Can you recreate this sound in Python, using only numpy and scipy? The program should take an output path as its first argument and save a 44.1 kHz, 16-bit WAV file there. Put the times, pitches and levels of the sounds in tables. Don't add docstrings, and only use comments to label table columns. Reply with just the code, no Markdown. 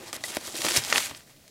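import sys
import numpy as np
from scipy import signal
from scipy.fft import rfft, irfft
from scipy.io import wavfile

SR = 44100
rng = np.random.default_rng(int(sys.argv[2]) if len(sys.argv) > 2 else 0)


def transcribe(signal):
    frames = np.atleast_2d(signal).T
    limited = np.clip(frames, -1, 1)
    pcm = np.round(limited * 32767).astype(np.int16)
    wavfile.write(sys.argv[1], SR, pcm)


N = 66150


def undb(db):
    return 10 ** (np.asarray(db) / 20)


def unit(x):
    return x / np.sqrt(np.mean(x ** 2) + 1e-18)


def add(out, start_s, sound):
    i = max(int(start_s * SR), 0)
    out[i:i + len(sound)] += sound[:max(len(out) - i, 0)]


def colour(x, points):
    hz, db = np.array(points, float).T
    log_hz = np.log(hz)
    log_f = np.log(np.arange(N // 2 + 1) * SR / N + 1)
    outside = np.maximum(log_hz[0] - log_f, 0) + np.maximum(log_f - log_hz[-1], 0)
    gain = undb(np.interp(log_f, log_hz, db) - 20 * outside)
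    return unit(irfft(rfft(x) * gain, N))


def wander(rate_hz):
    step = max(int(SR / rate_hz), 1)
    return unit(np.interp(np.arange(N) / step, np.arange(1000), rng.standard_normal(1000)))


def room_air():
    # f/Hz, density/dB per Hz
    air_outline = [(25, 12), (55, -19), (100, -2), (170, -6.5), (300, -26), (600, -8.5), (1200, -44),
                   (4000, -19.5), (16000, -25.5)]
    level_db = -55.5
    return undb(level_db) * colour(rng.standard_normal(N), air_outline)


def crinkle(lo_hz, hi_hz):
    creases_per_s, spread_db, max_db = 1500, 1, 10
    ring_cycles = 1.8
    slide_share = .45
    creases = np.zeros(N)
    t = np.arange(SR // 100) / SR
    hiss = rng.standard_normal(N)
    draws = rng.random(size=(8000, 4))
    for when, pitch, strength, phase in draws[:int(creases_per_s * N / SR)]:
        hz = lo_hz * (hi_hz / lo_hz) ** pitch
        db = min(-spread_db * np.log(1 - strength), max_db)
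        ring = np.sin(2 * np.pi * (hz * t + phase)) * np.exp(-2 * hz * t / ring_cycles)
        add(creases, when * N / SR, undb(db) * hz * ring)
    return np.sqrt(1 - slide_share) * unit(creases) + np.sqrt(slide_share) * hiss


def rustle():
    # t/s, hollow body level/dB, middle level/dB, treble level/dB
    rustle_levels = [(0, -41, -48, -46.5), (0.049, -47.5, -52.5, -50), (0.079, -45, -46.5, -42),
                     (.12, -53.5, -57, -54.5), (0.169, -49.5, -47.5, -57), (0.213, -54, -61, -53),
                     (.25, -50, -54.5, -37.5), (.335, -44, -41, -40), (.395, -52, -51.5, -47),
                     (.46, -46.5, -46, -36), (.525, -46, -50, -40), (.56, -46, -42, -35),
                     (.635, -43.5, -45, -33), (.66, -30, -32.5, -29), (.72, -39, -36, -28.5),
                     (0.784, -36.5, -31, -24.5), (0.809, -45.5, -39, -37), (.87, -43, -41, -34.5),
                     (.91, -37.5, -34, -31), (0.974, -29.5, -31.5, -27.5), (1.02, -48.5, -36.5, -30.5),
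                     (1.101, -46.5, -45.5, -39), (1.136, -54, -53, -52), (1.17, -57.5, -54, -46.5),
                     (1.255, -67, -65.5, -63), (1.30, -62, -59, -54.5), (1.34, -68, -63, -67.5),
                     (1.5, -68, -65, -60)]
    # f/Hz, density/dB per Hz
    body_outline = [(130, -28), (200, -2), (255, -0.5), (340, -0.5), (420, 1), (520, 1.5), (640, 2.5),
                    (850, 2.5), (1300, 4.5)]
    middle_outline = [(550, -11), (900, -3), (1130, -6), (1330, -2.5), (1650, 2.5), (2300, 4.5), (2900, -1),
                      (4500, -2)]
    treble_outline = [(1900, -17), (3100, -1.5), (4200, -0.5), (5500, -1.5), (7500, -1.5), (10000, -4),
                      (12500, -8), (16000, -15.5)]
    # f/Hz, density/dB per Hz
    drag_outline = [(25, -20), (55, -11), (95, 2), (135, -1.5), (185, -6), (300, -2.5)]
    body_trim_db, middle_trim_db, treble_trim_db = -3, -1, -2.5
    flutter_hz, flutter_db = 70.66, 1.5
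    drag_db, drag_follows = -56, 0.44
    t = np.arange(N) / SR
    times, *levels = np.array(rustle_levels).T
    body, middle, treble = (np.interp(t, times, db) for db in levels)
    paper = undb(body + body_trim_db) * colour(crinkle(210, 1073), body_outline)
    paper += undb(middle + middle_trim_db) * colour(crinkle(820, 3700), middle_outline)
    paper += undb(treble + treble_trim_db) * colour(crinkle(2380, 14200), treble_outline)
    drag_level = drag_db + drag_follows * (body - body.mean())
    drag = undb(drag_level) * colour(rng.standard_normal(N), drag_outline)
    return paper * undb(flutter_db * wander(flutter_hz)) + drag


def echoes(x, t60):
    t = np.arange(SR // 2) / SR
    tail = rng.standard_normal(len(t)) * np.exp(-np.log(1000) * t / t60) * (t > .0015)
    return signal.fftconvolve(x, tail / np.linalg.norm(tail))[:N]


def knocks(events, modes, push_s):
    detune_spread = 0.036
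    out, t = np.zeros(N), np.arange(SR // 4) / SR
    for start, db in events:
        detune = 1 + detune_spread * rng.standard_normal(len(modes))
        ring = np.zeros(len(t))
        for (hz, level, t60), d in zip(modes, detune):
            decay = np.exp(-np.log(1000) * t / t60)
            ring += undb(level) * np.sin(2 * np.pi * hz * d * t) * decay
        ring = ring * (1 - np.exp(-t / push_s))
        add(out, start, undb(db) * ring / np.abs(ring).max())
    return out


def thuds():
    # t/s, peak level/dB
    thud_events = [(.006, -41.5), (.030, -38), (.134, -39), (.158, -39), (.302, -38.5), (.370, -34),
                   (.476, -36), (.543, -31.5), (.590, -32.5), (.646, -24), (.665, -31.5), (.704, -28.5),
                   (.776, -34)]
    # f/Hz, level/dB, t60/s
    wad_modes = [(263, -4, 0.04), (335.5, -0.5, 0.13), (362.6, 0.5, 0.092), (512.6, 2, 0.065),
                 (599, 3.5, 0.043), (815, -22, 0.0083)]
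    return knocks(thud_events, wad_modes, push_s=0.0014)


def snaps():
    # t/s, pulse peak level/dB, centre f/Hz, width over centre, upper edge f/Hz, crackle decay/s
    snap_events = [ (.1297, -15.5, 5470, 1.4, 8800, 0.0027), (.1300, -25.5, 1100, 0.98, 2490, 0.0044),
                   (0.1643, -25, 3430, 1.5, 8800, .0014), (.2085, -35, 2600, 1.3, 7000, .002),
                   (.2380, -33, 714, 0.2, 990, 0.0022), (.2383, -15, 4550, 0.56, 8200, 0.002),
                   (.2390, -25, 2000, 0.053, 3000, 0.0025), (.3490, -20, 6000, 2, 15000, .0012),
                   (.3563, -25, 8000, 1.5, 15000, .0008), (.3690, -13, 4000, 1.5, 14000, .0006),
                   (.3693, -15, 700, 1.2, 1300, .0012), (.4780, -31.5, 1230, 0.61, 4000, .003),
                   (0.5548, -21, 3840, 0.27, 8000, 0.0028), (0.587, -20, 5950, 0.63, 10000, 0.0014),
                   (.6068, -20, 4950, 1.7, 9000, .001), (.6183, -12.5, 4200, 1.8, 9000, .0012),
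                   (.6475, -14, 1500, 2, 6000, .0018), (.6510, -11, 6000, 1.5, 10000, .0016),
                   (.6660, -10.5, 2600, 2, 6500, .0018), (.6853, -10.5, 2200, 1.3, 7000, .0014),
                   (.7090, -20, 2400, 1.4, 8000, 0.00059), (0.7194, -12.5, 4470, 1.4, 8000, 0.00084),
                   (.7232, -24, 3500, 0.86, 8000, 0.00084), (0.7636, -11.5, 3670, 0.67, 10100, 0.0007),
                   (.7727, -3.5, 5600, .6, 9000, .0008), (.9255, -6.5, 1900, .27, 2700, .0016),
                   (.9270, -8, 4700, .9, 6000, .001), (.9590, -7, 2600, .6, 4500, .0012),
                   (.9802, -5.5, 2200, 1.3, 6000, .0009), (1.1485, -27, 3800, .35, 5000, .0015),
                   (.8380, -18, 4500, 0.52, 8000, .0014), (0.849, -17, 4000, 2.2, 8000, 0.0013),
                   (.8890, -25, 6000, 0.54, 9000, 0.0034), (0.9015, -14, 4000, 1.2, 8000, .002),
                   (.9245, -21, 584, 0.4, 1010, 0.00081), (1.0250, -21, 2470, 0.5, 6000, 0.0024),
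                   (1.0490, -26, 2600, 0.44, 7000, .0015), (1.1117, -26.5, 795, 1.4, 4000, 0.006),
                   (1.2057, -37, 2400, 1, 5000, 0.0016), (1.3645, -45, 3600, 0.53, 7000, .0015),
                   (1.4793, -35, 3750, 2.5, 9000, 0.0022)]
    crackle_db, crackle_rise_s = -1.5, 0.00044
    flex_s = .0004
    out, size = np.zeros(N), 2048
    t = np.arange(size) / SR
    f = np.arange(size // 2 + 1) * SR / size + 1
    bending = np.exp(-4j * np.pi * flex_s * np.sqrt(f * 1000))
    for start, db, hz, width, edge_hz, decay in snap_events:
        resonance = 1 / (1 + 1j * (f / hz - hz / f) / width)
        facet = bending * resonance / np.sqrt(1 + (f / edge_hz) ** 6)
        pulse = irfft(facet)
        burst = rng.standard_normal(size) * np.exp(-t / decay) * (1 - np.exp(-t / crackle_rise_s))
        crackle = unit(irfft(facet * rfft(burst))) * pulse.std() * undb(crackle_db)
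        add(out, start, undb(db) * (pulse + crackle) / np.abs(pulse).max())
    return out


def scrapes():
    # t/s, length/s, level/dB
    slip_events = [(.133, .033, -37), (.238, .026, -38), (.280, .027, -39), (.355, .012, -35),
                   (.685, .006, -29), (.7595, .012, -21), (.965, .018, -28)]
    # f/Hz, density/dB per Hz
    slip_outline = [(150, -26), (350, 6.5), (1000, 2), (2500, 2), (5500, 2.5), (8500, 4), (12000, -0.5),
                    (16000, -18)]
    attack_s, release_s = .003, .003
    t = np.arange(N) / SR
    push = np.zeros(N)
    for start, length, db in slip_events:
        attack = np.clip((t - start) / attack_s, 0, 1)
        release = np.exp(-np.maximum(t - start - length, 0) / release_s)
        push += undb(db) * attack * release
    return push * colour(crinkle(1400, 14600), slip_outline)


def bumps():
    # t/s, peak level/dB
    bump_events = [(.165, -43), (.237, -48), (.370, -61), (.592, -45), (.652, -49), (.774, -25),
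                   (0.914, -55), (.968, -41), (1.108, -40)]
    # f/Hz, level/dB, t60/s
    box_modes = [(86, -21, 0.081), (103.5, -0.5, 0.11), (132, 1, 0.13), (270, -1.5, 0.088)]
    return knocks(bump_events, box_modes, push_s=0.0021)


def scene():
    carton_t60_s, carton_db = 0.027, -13.5
    room_t60_s, room_db = .3, -16
    near = rustle() + snaps() + scrapes()
    carton = undb(carton_db) * echoes(near, carton_t60_s)
    room = undb(room_db) * echoes(near, room_t60_s)
    hollow = thuds() + bumps()
    return (near + carton + room + hollow + room_air())[None]


def record(dry):
    low_cut_hz, top_hz = 60, 15800
    low_cut = signal.butter(2, low_cut_hz, "high", fs=SR, output="sos")
    top_cut = signal.ellip(10, .2, 70, top_hz, fs=SR, output="sos")
    return signal.sosfilt(top_cut, signal.sosfilt(low_cut, dry))


dry = scene()
out = record(dry)
transcribe(out)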